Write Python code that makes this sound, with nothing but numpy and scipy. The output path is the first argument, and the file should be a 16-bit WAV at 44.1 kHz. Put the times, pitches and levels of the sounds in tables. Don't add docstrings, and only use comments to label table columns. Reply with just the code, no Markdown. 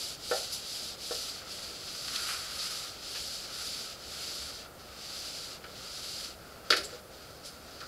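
import sys
import numpy as np
from scipy import signal
from scipy.fft import rfft, irfft
from scipy.io import wavfile
from scipy.ndimage import uniform_filter1d

SR = 44100
rng = np.random.default_rng(int(sys.argv[2]) if len(sys.argv) > 2 else 0)


def attenuation_scalar(level_db):
    decades = np.asarray(level_db, float) / 20
    return 10 ** decades


def inscribe(sig):
    pcm = np.round(np.clip(np.atleast_2d(sig).T, -1, 1) * 32767)
    wavfile.write(sys.argv[1], SR, pcm.astype(np.int16))


N = 347067
FULL_SPEED_DB = -39


def level(x, db):
    return x * attenuation_scalar(db) / np.sqrt(np.mean(x ** 2))


def colour(x, points):
    hz, db = np.transpose(points)
    grid_hz = np.maximum(np.fft.rfftfreq(8192, 1 / SR), 1)
    log_gain = np.interp(np.log(grid_hz), np.log(hz), db) * np.log(10) / 20
    cepstrum = irfft(log_gain)
    cepstrum[1:4096] *= 2
    cepstrum[4097:] = 0
    impulse = irfft(np.exp(rfft(cepstrum)))
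    return signal.fftconvolve(x, impulse)[:len(x)]


def walk(rate_hz):
    hold = int(SR / rate_hz)
    steps = np.repeat(rng.standard_normal(N // hold + 1), hold)
    return 1.3 * uniform_filter1d(uniform_filter1d(steps, hold), hold)[:N]


def eraser():
    # start/s, speed-up/s, slow-down/s, top-speed level/dB, pointedness (.4 flat, 2.5 peaked)
    strokes = [(-.052, 0.083, .14, -38, 0.55), (.11, 0.24, 0.28, -37, 2.34),
               (.466, 0.092, 0.075, -39.5, 1.4), (.592, .18, .19, -39.5, 0.34),
               (.955, 0.18, 0.33, -38.5, 0.77), (1.424, 0.13, 0.3, -41.5, 0.86),
               (1.699, 0.33, 0.15, -41.5, 0.61), (1.801, 0.47, 0.49, -36.6, 3.4),
               (2.399, 0.29, 0.32, -38.5, 0.88), (2.928, 0.31, 0.34, -39.5, 0.84),
               (3.495, 0.16, 0.31, -39.5, 0.41), (3.935, 0.38, 0.35, -40.5, 0.75),
               (4.5, .1, .075, -51, 0.51), (4.714, .51, 0.29, -41.5, 2.9), (5.24, 0.2, .15, -42.5, .55),
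               (5.583, 0.62, 0.16, -40.8, 1.03)]
    # start/s, swell/s, fade/s, level/dB,
    # pointedness
    rustles = [
        (4.78, .03, 0.18, -56.5, .6),
        (6.36, .2, .06, -60, 0.48),
        (6.619, 0.088, .05, -55, .8),
        (6.87, 0.062, 0.076, -50, 0.84),
        (7.09, 0.057, 0.5, -55.5, 1.1),
        (7.425, 0.044, .04, -45.5, 1.3),
        (7.47, .06, 0.14, -57, .8),
        (7.59, 0.27, .15, -52.5, .4),
    ]
    # t/s, level/dB
    lean = [(0, -60.5), (.9, -60), (1.55, -55.5), (1.95, -55.5), (2.1, -50), (2.33, -44.5), (2.6, -50.5),
            (3, -55.5), (3.38, -57.5), (3.5, -50.5), (3.65, -54), (4.4, -55.5), (5.2, -56), (6.2, -58.5),
            (6.9, -53), (7.1, -53.5), (7.4, -56), (7.87, -54.5)]
    # f/Hz, gain/dB
    felt_tone = [(800, -44.5), (2000, -9), (3200, -1), (6000, 2), (8000, 2), (12000, -38)]
    # f/Hz, gain/dB
    fibre_tone = [(5000, -27), (7500, 2), (10500, 2), (13000, 1.5), (16000, -5.5)]
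    # f/Hz, gain/dB
    board_tone = [(300, -37), (800, -11), (1250, 1), (1600, -2.5), (2300, -3), (3200, -7), (5000, -29.5)]
    hand, cloth = speed(strokes), speed(rustles)
    v = np.hypot(hand, cloth)
    press_db = np.interp(np.arange(N) / SR, *np.transpose(lean))
    grip_db = 0.15 * walk(18) + 0.75 * walk(60)

    felt = level(colour(slips(scatter_db=1.0), felt_tone), -0.45) * attenuation_scalar(0.21 * walk(25))
    fibres = level(colour(slips(scatter_db=0.0), fibre_tone), 12.4) * attenuation_scalar(-11 + 0.21 * walk(25.1))
    board = level(colour(slips(scatter_db=3.5), board_tone), 1.16) * attenuation_scalar(press_db + 1.6 * walk(18))

    dull = signal.lfilter(*signal.butter(2, 3280, fs=SR), felt)
    dull_speed = np.hypot(hand ** 0.52, cloth * attenuation_scalar(-2.5))
    surface = dull * dull_speed + (felt - dull) * v + fibres * v ** 1.57
    rub = surface * attenuation_scalar(FULL_SPEED_DB) + board * v ** 0.28
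    return rub * attenuation_scalar(grip_db)


def speed(table):
    t, power = np.arange(N) / SR, np.full(N, 1e-9)
    for start_s, rise_s, fall_s, db, pointed in table:
        end_s = start_s + rise_s + fall_s
        ramp = np.clip(np.minimum((t - start_s) / rise_s, (end_s - t) / fall_s), 0, 1)
        power += (attenuation_scalar(db - FULL_SPEED_DB) * np.sin(np.pi / 2 * ramp) ** pointed) ** 2
    return np.sqrt(power)


def slips(scatter_db):
    jerk = np.minimum(rng.exponential(size=N), 5)
    return level(rng.standard_normal(N) * attenuation_scalar(scatter_db * jerk), 0)


def blows():
    # t/s, level/dB, centre f/Hz, spread/octaves, ring t60/s
    knocks = [(.3135, -32, 650, 0.34, 0.3), (.312, -35, 2500, .3, .05), (1.11, -39, 790, 0.56, 0.1),
              (1.415, -45, 1400, 0.52, .06), (1.585, -41, 1800, 1.1, 0.076), (2.079, -28.5, 3000, 1.6, .06),
              (2.159, -22.5, 4000, .88, 0.029), (2.294, -42.5, 1400, 0.96, .1),
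              (4.28, -45, 1500, 1.34, .04), (4.79, -48, 3500, 1.3, .068), (5.639, -41, 2900, 0.57, 0.054),
              (5.638, -40.5, 1600, 0.51, 0.11), (7.803, -42, 3500, 1.2, 0.11)]
    # t/s, level/dB, centre f/Hz, spread/octaves, ring t60/s
    scuffs = [
        (.521, -21, 9400, 0.76, 0.14),
        (2.146, -26.5, 4000, .8, .1),
        (2.585, -31, 4660, 0.57, 0.21),
        (3.145, -31, 2500, 1.6, 0.16),
        (6.832, -25, 8400, 1, 0.1),
        (6.842, -23, 7750, .12, 0.079),
        (6.92, -57, 3000, 1.66, .3),
        (7.447, -34, 8500, 0.61, 0.21),
        (7.81, -42, 1450, .35, 0.18),
    ]
    # t/s, level/dB, centre f/Hz, spread/octaves, ring t60/s
    tray = [
        (6.703, -18, 5000, 1.6, 0.037),
        (6.706, -16.5, 4030, 0.49, 0.032),
        (6.712, -24.5, 3680, 1.8, 0.17),
        (6.708, -35.5, 460, 0.45, 0.47),
        (6.724, -22, 2470, 0.65, 0.098),
        (6.7645, -25.5, 4460, 1.9, .14),
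        (6.7675, -27, 11500, 0.25, 0.0079),
    ]
    hits = contacts(knocks, rise_s=0.0023) + contacts(scuffs, rise_s=0.011) + contacts(tray, rise_s=0.00035)
    return hits + thuds()


def contacts(table, rise_s):
    out, t = np.zeros(N + SR), np.arange(SR // 2) / SR
    hz = np.maximum(np.fft.rfftfreq(len(t), 1 / SR), 1)
    noises = rng.standard_normal((len(table), len(t)))
    for (start_s, db, centre_hz, spread_oct, t60_s), noise in zip(table, noises):
        band = np.exp(-0.5 * (np.log2(hz / centre_hz) / spread_oct) ** 2)
        ring = level(irfft(rfft(noise) * band, len(t)), db)
        envelope = (1 - np.exp(-t / rise_s)) * attenuation_scalar(-60 * t / t60_s)
        out[int(start_s * SR):][:len(t)] += ring * envelope
    return out[:N]


def thuds():
    # t/s, level/dB, brightness/(dB/octave), damping (1 = free), time until felt stills it/s
    impacts = [
        (0.3122, -37, 1.5, 1.18, 0.1),
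        (1.109, -44, -2.5, 1.8, 0.22),
        (6.704, -37.5, 6.5, 3.8, .3),
        (6.723, -51, 15, 1.22, 0.34),
        (6.925, -55, -4, 0.55, 0.079),
        (7.808, -60.5, 5, 1.3, .1),
    ]
    # f/Hz, level/dB, t60/s
    panel = [(351, -11, 0.34), (395.6, -8, 0.35), (455, -9, 0.45), (490, 11, 0.13), (541, -2.5, 0.33),
             (602.5, 0.5, 0.071), (614, -3.5, 0.71), (655, -13, 0.6), (703, -5, 0.093), (726, -10, 0.17),
             (805, -1.5, 0.22), (1126, 0.5, 0.15), (1271, -1, 0.26), (1337, 2.5, 0.12), (1390, -0.5, 0.23),
             (1495, 2, 0.11), (1600, -15, 0.15), (1836, -5.5, 0.15), (1770, 3, 0.14), (1930, -12, 0.31),
             (2540, -58, 0.079)]
    out, t = np.zeros(N + SR), np.arange(SR // 2) / SR
    hz, mode_db, t60_s = np.transpose(panel)[:, :, None]
    spots = rng.standard_normal((len(impacts), 2, len(panel), 1))
    for (start_s, db, bright_db, damp, free_s), (share, phase) in zip(impacts, spots):
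        start_db = db + mode_db + bright_db * np.log2(hz / 600) + 2.6 * share
        gain = attenuation_scalar(start_db - 60 * damp * t / t60_s)
        modes = np.sum(gain * np.sin(2 * np.pi * hz * t + 0.67 * phase), axis=0)
        push = (1 - np.exp(-t / 0.00094)) * np.exp(-np.maximum(t - free_s, 0) / 0.0094)
        out[int(start_s * SR):][:len(t)] += push * modes
    return out[:N]


def room(x, wet_db):
    t = np.arange(SR // 2) / SR
    tail = rng.standard_normal(len(t)) * attenuation_scalar(-60 * t / 0.36) * (t > 0.006)
    tail *= attenuation_scalar(wet_db) / np.sqrt(np.sum(tail ** 2))
    return x + signal.fftconvolve(x, tail)[:N]


def ventilation():
    # f/Hz, gain/dB
    air = [(15, -10), (35, -4), (52, -1.5), (68, 6.5), (88, -1.5), (150, -0.5), (300, -4.5), (600, -2.5),
           (1300, -7.5), (2500, -17.5), (5000, -20), (9000, -24), (16000, -51)]
    return level(colour(rng.standard_normal(N), air) * attenuation_scalar(0.12 * walk(3.45)), -52.5)


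def scene():
    mono = room(eraser(), wet_db=-14) + room(blows(), wet_db=-9.5) + ventilation()
    return np.array([mono, mono])


def top_cut(x):
    return signal.sosfilt(signal.butter(12, 15870, fs=SR, output="sos"), x)


def record(dry):
    # f/Hz, gain/dB
    housing = [(200, 0.5), (540, 3.5), (760, 1), (1000, -6.5), (1350, 4.5), (1800, -2.5), (2300, -1.5),
               (3500, 0.5), (4600, 5), (5600, -2), (7000, -9), (8800, -11), (11000, -9), (15000, -22.5)]
    # f/Hz, gain/dB
    grille = [(4000, 0.5), (4400, 1.5), (5150, 3.5), (5650, -1.5), (6000, 3), (6450, 0), (7200, 4),
              (7900, 1), (8500, 1), (9200, 2), (14500, 0.5), (15700, -3)]
    notch_hz = (7418, 14836)
    # f/Hz, rms level/dB
    whine = [(14777, -84), (14896, -87)]
    hiss = level(rng.standard_normal(N), -58)
    x = colour(colour(dry[0], housing) + hiss, grille)
    for hz in notch_hz:
        x = signal.lfilter(*signal.iirnotch(hz, 140, SR), x)
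    t = np.arange(N) / SR
    for hz, rms_db in whine:
        x = x + attenuation_scalar(rms_db + 3) * np.sin(2 * np.pi * hz * t)
    band_limit = signal.ellip(12, 0.3, 70, 15740, fs=SR, output="sos")
    x = signal.sosfilt(band_limit, x)
    return top_cut(np.array([x, x]))


dry = scene()
out = record(dry)
inscribe(out)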